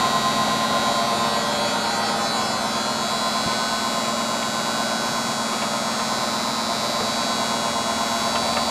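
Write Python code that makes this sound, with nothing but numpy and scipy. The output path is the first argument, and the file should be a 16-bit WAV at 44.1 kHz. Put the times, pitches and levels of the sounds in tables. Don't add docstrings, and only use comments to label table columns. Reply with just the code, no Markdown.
import sys
import numpy as np
from scipy import signal
from scipy.fft import rfft, irfft, next_fast_len
from scipy.io import wavfile

SR = 44100
rng = np.random.default_rng(int(sys.argv[2]) if len(sys.argv) > 2 else 0)


def wav_out(sig):
    wavfile.write(sys.argv[1], SR, np.round(np.clip(np.atleast_2d(sig).T, -1, 1) * 32767).astype(np.int16))


N = 383669
TIME = np.arange(N) / SR
MAINS_HZ, SPINDLE_HZ = 60.004, 19.6

# f/Hz, near density/dB, far density/dB
RUMBLE_SPECTRUM = [(25, -76, -81), (60, -72, -74), (101, -65, -69), (157, -58.5, -62), (206, -65, -64.5),
                   (326, -61.5, -64.5), (450, -61, -64.5), (517, -61.5, -62.5), (552, -58.5, -60),
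                   (715, -57.5, -57.5), (817, -55, -67), (964, -59, -60.5), (1420, -64, -65.5),
                   (1540, -64, -70.5)]
# f/Hz, near density/dB, far density/dB
AIR_SPECTRUM = [(1600, -71, -72), (1900, -69, -73), (2280, -67, -68), (2950, -76, -78), (3800, -74, -76),
                (4600, -74, -77), (5200, -80, -81), (7400, -83, -83), (9200, -85, -85), (9900, -89, -90),
                (12000, -91, -91), (12800, -95, -96), (14700, -102, -103)]
# t/s, level/dB, centre f/Hz, width/octaves, t60/s
KNOCK_BLOWS = [(3.461, -19.5, 202, 0.76, 0.09), (4.427, -24, 2340, .8, .06), (5.53, -25, 1300, 1.6, 0.12),
               (5.62, -28, 2400, 0.74, 0.14), (5.993, -24, 2600, 1.7, .07), (7.004, -18.5, 520, 1.4, 0.13),
               (8.354, -19, 1900, 1.5, 0.098), (8.568, -17, 1900, 1.4, 0.075)]
# f/Hz, width/Hz, level/dB
METAL_MODES = [(150, 70, 2), (440, 70, 3), (680, 80, 2), (1270, 120, 2), (1750, 170, -7), (2270, 90, -4),
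               (2680, 140, -6), (3300, 160, -8)]
# f/Hz, near level/dB, far level/dB
MOTOR_TONES = [(98.5, -55, -54), (131, -48, -57), (141, -50, -52), (460, -47, -51), (569, -44, -55),
               (583.4, -39, -43), (601.5, -42, -42), (634.4, -51, -46), (754.2, -38, -42), (1141, -49, -46),
               (1150, -48, -51), (1257, -40, -46), (1272, -44, -44), (1329, -50, -51), (1351, -47, -47),
               (1371, -53, -48), (1388.8, -48, -43), (1408.5, -40, -47), (1486, -47, -47),
               (1503.7, -53, -40), (1618, -53, -51), (1956, -50, -53), (3327, -44, -51)]
# near level/dB, far level/dB
SPINDLE_LINES = [(-56, -57), (-46, -47), (-35.5, -38), (-37, -36), (-46, -46), (-40, -44.5), (-55, -55)]
# f/Hz, near level/dB, far level/dB
BUZZ_SPECTRUM = [(120, -61, -59), (700, -43, -45), (1300, -48, -51), (2400, -50, -56), (3200, -52, -53),
                 (4900, -51, -50), (6000, -50, -51), (7300, -53, -50), (8200, -54, -54), (9300, -57, -55),
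                 (10200, -62, -62), (12100, -61, -61), (12800, -69, -71), (14700, -76, -78)]
# multiple of twice mains, near level/dB, far level/dB
CASING_PARTIALS = [(3, -62, -46), (4, -47, -63), (7, -40, -42), (9, -45, -43), (12, -42, -55),
                   (13, -42, -50), (15, -59, -50), (16, -42, -52), (17, -55, -49), (24, -57, -47),
                   (26, -48, -59), (28, -47, -42), (29, -48, -50), (30, -44, -47), (31, -40, -48),
                   (32, -38, -41), (33, -44, -38), (34, -41, -42), (35, -52, -42), (36, -48, -45),
                   (37, -39, -50), (38, -39, -39), (39, -45, -43), (42, -54, -44), (44, -48, -47),
                   (46, -55, -46), (54, -53, -46), (58, -44, -50), (61, -47, -48), (62, -51, -49)]
# t/s, level/dB
BRIGHT_CURVE = [(0.0, -30), (3.56, -30), (4.14, -34), (7.34, -29), (7.68, -31.5), (8.65, -30.5), (8.7, -30)]
# f/Hz, near and far first sideband/dB re carrier, drop to second/dB, phase wander/rad
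DRIVE_WHINES = [(1043.6, -7.5, -2, 9, .12), (927.8, -5, 4, 9, .35), (811.7, 2, 0, 4, .7),
                (689.5, -7, 6, 14, .3)]
# t/s, level/dB
LEAD_WHINE_CURVE = [(0.0, -24), (0.65, -26.5), (1.3, -27), (1.65, -37.5), (2.8, -33), (3.15, -30.5),
                    (4.1, -32.5), (5.7, -36.8), (8.7, -31.5)]
# near level/dB, far level/dB, peak/place, width/place, boost/dB
STANDING_WAVES = [(-40, -38, 0.4, 0.19, 9), (-40.5, -44.5, .55, .22, 12.5),
                  (-41.5, -37.5, 0.06, 0.096, 13.5)]


def undb(db):
    return np.exp(np.log(10) / 20 * np.asarray(db))


def curve(table):
    return np.interp(TIME, *np.transpose(table))


def colour(table, hz):
    points_hz, *columns_db = np.transpose(table)
    return [np.interp(np.log(hz + 1), np.log(points_hz), db) for db in columns_db]


def turns(hz):
    return np.cumsum(hz) / SR


def ease(start_s, end_s):
    return np.sin(np.pi / 2 * np.clip((TIME - start_s) / (end_s - start_s), 0, 1)) ** 2


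def walk(rate_hz):
    grid_s = np.arange(0, N / SR + .01, .005)
    steps = rng.standard_normal(512)
    whole, part = np.divmod(grid_s * rate_hz, 1)
    k = whole.astype(int) % 511
    blend = np.sin(np.pi / 2 * part) ** 2
    return np.interp(TIME, grid_s, steps[k] * (1 - blend) + steps[k + 1] * blend)


def tone(cycles, db, waver_db, wander_rad):
    amplitude = np.sqrt(2) * undb(db + waver_db * walk(2.452))
    return amplitude * np.sin(2 * np.pi * cycles + wander_rad * walk(3))


def turning_noise(table, place, lo_hz, hi_hz, rattle_hz=1200, rattle_octaves=.72):
    size = next_fast_len(N, real=True)
    hz = np.arange(size // 2 + 1) * SR / size
    band = rfft(rng.standard_normal(size)) * np.sqrt(SR / 2) * (hz > lo_hz) * (hz < hi_hz)
    feedback = .55 * np.exp(-(np.log2((hz + 1) / rattle_hz) / rattle_octaves) ** 2)
    combed = band * np.sqrt(1 - feedback ** 2) / (1 - feedback * np.exp(-2j * np.pi * hz / SPINDLE_HZ))
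    near, far = (irfft(combed * undb(db), size)[:N] for db in colour(table, hz))
    return near + (far - near) * place


def frame_rumble(place):
    return turning_noise(RUMBLE_SPECTRUM, place, lo_hz=15, hi_hz=1600) * undb(-.4 + .55 * walk(8.3))


def air_rush(place):
    air = turning_noise(AIR_SPECTRUM, place, lo_hz=1600, hi_hz=SR / 2)
    return air * undb(1.1 * walk(13) + .5 * np.sin(2 * np.pi * SPINDLE_HZ * TIME))


def deep_hum(hz=75.4, full_s=8.7, full_db=-44, rise_db_per_s=15):
    db = full_db - rise_db_per_s * np.maximum(full_s - TIME, 0)
    return tone(hz * TIME, db, waver_db=1, wander_rad=.3)


def knocks(attack_s=.00036):
    out = np.zeros(N + SR)
    size = SR // 2
    age_s = np.arange(size) / SR
    hz = np.arange(size // 2 + 1) * SR / size
    body = np.sqrt(sum(undb(db) ** 2 / (1 + (2 * (hz - mode_hz) / width_hz) ** 2)
                       for mode_hz, width_hz, db in METAL_MODES))
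    for start_s, db, centre_hz, octaves, t60_s in KNOCK_BLOWS:
        blow = np.exp(-(np.log2((hz + 1) / centre_hz) / octaves) ** 2 / 2)
        ring = irfft(rfft(rng.standard_normal(size)) * body * blow, size)
        envelope = np.exp(-np.log(1000) * age_s / t60_s) * (1 - np.exp(-age_s / attack_s))
        start = int(start_s * SR)
        out[start:start + size] += ring / ring.std() * undb(db) * envelope
    return out[:N]


def motor(place):
    return sum(tone(hz * TIME, near_db + (far_db - near_db) * place, waver_db=4.5, wander_rad=.53)
               for hz, near_db, far_db in MOTOR_TONES)


def spindle(place, drone_hz=229.6, rise_hz_per_s=.38):
    centre_cycles = turns(drone_hz + rise_hz_per_s * TIME)
    out = 0
    for k, (near_db, far_db) in enumerate(SPINDLE_LINES):
        offset = k - len(SPINDLE_LINES) // 2
        lag_turns = .105 * (offset + .5) ** 2 - .08
        cycles = centre_cycles + offset * SPINDLE_HZ * TIME - (offset + .5) * lag_turns
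        out += tone(cycles, near_db + (far_db - near_db) * place, waver_db=1.5, wander_rad=.21)
    return out


def metal_reflections(direct, place, paths=9, travel_s=.0021, sway_s=.00008):
    fine = signal.resample_poly(direct, 4, 1)
    fine_s = np.linspace(0, N / SR, len(fine), endpoint=False)
    echoes = 0
    for length, bearing, bend in rng.random((paths, 3)):
        shift = place * np.cos(2 * np.pi * bearing + bend * place)
        delay_s = .001 + .012 * length ** 2 + travel_s * shift + sway_s * walk(.9)
        echoes += np.interp(TIME - delay_s, fine_s, fine, left=0) / np.sqrt(paths)
    over_table = np.sqrt(np.clip(np.sin(np.pi * place), 0, 1))
    share = .36 + .5 * over_table
    return (direct + share * echoes) / np.sqrt(1 + share ** 2)


def mains_buzz(place, ring_s=.0086, odd_db=-20, waver_db=.18):
    size = 8192
    harmonics = np.arange(1, 251)
    age_s = np.arange(size) / size / MAINS_HZ
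    multiples, *casing_db = np.transpose(CASING_PARTIALS)
    spectra_db = colour(BUZZ_SPECTRUM, harmonics * MAINS_HZ)
    direct = 0
    for db, partial_db, weight in zip(spectra_db, casing_db, (1 - place, place)):
        db = db + rng.uniform(-5, 3, len(harmonics))
        db[::2] += odd_db
        db[2 * np.round(multiples).astype(int) - 1] = partial_db
        ring = rfft(rng.standard_normal(size) * np.exp(-age_s / ring_s))[harmonics]
        cycle = irfft(np.r_[0, undb(db) * ring / abs(ring)], size) * size / np.sqrt(2)
        direct += np.sqrt(weight) * np.interp(TIME % (1 / MAINS_HZ), age_s, cycle)
    return metal_reflections(direct, place) * undb(waver_db * walk(2.88))


def microphone_shift(buzz, band_hz=(3300, 4900), trim_db=-.63):
    band = signal.sosfiltfilt(signal.butter(4, band_hz, "band", fs=SR, output="sos"), buzz)
    return buzz - band + band / band.std() * undb(curve(BRIGHT_CURVE) + trim_db)


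def whine_levels_db(place, late_rise, lead_trim_db=.5, rise_db=3.3):
    levels_db = [curve(LEAD_WHINE_CURVE) + lead_trim_db]
    for near_db, far_db, peak, width, boost_db in STANDING_WAVES:
        spot_db = boost_db * np.exp(-((place - peak) / width) ** 2)
        levels_db.append(near_db + (far_db - near_db) * place + spot_db + rise_db * late_rise)
    return levels_db


def drive_whine(place, late_rise, throb_hz=8.17, rise_hz_per_s=.042, first_throb_s=.026, lag_turns=.6):
    throb_turns = turns(throb_hz + rise_hz_per_s * TIME) - throb_hz * first_throb_s - lag_turns * place
    levels_db = whine_levels_db(place, late_rise)
    out = 0
    for (hz, near_db, far_db, drop_db, wander_rad), db in zip(DRIVE_WHINES, levels_db):
        side_db = near_db + (far_db - near_db) * place
        lines_db = np.array([np.zeros(N), side_db, side_db - drop_db])
        lines_db -= 10 * np.log10(np.sum(undb(lines_db) ** 2, axis=0))
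        cycles = hz * TIME + .065 * walk(4)
        beat_turns = throb_turns + .14 * walk(4)
        for k, line_db in enumerate(lines_db):
            out += tone(cycles - k * beat_turns, db + line_db, waver_db=1.5, wander_rad=wander_rad)
    return out


def scene():
    place = ease(start_s=.48, end_s=3.6)
    late_rise = ease(start_s=7.15, end_s=7.2)
    tones = undb(-1.5) * motor(place) + drive_whine(place, late_rise)
    tones += undb(-.5) * spindle(place) + deep_hum()
    noise = undb(.95 + .3 * late_rise) * (frame_rumble(place) + air_rush(place))
    buzz = microphone_shift(undb(.6) * mains_buzz(place))
    return (tones + buzz + noise + knocks())[None]


def record(dry, top_hz=15000):
    return signal.sosfilt(signal.ellip(12, .1, 90, top_hz, fs=SR, output="sos"), dry)


dry = scene()
out = record(dry)
wav_out(out)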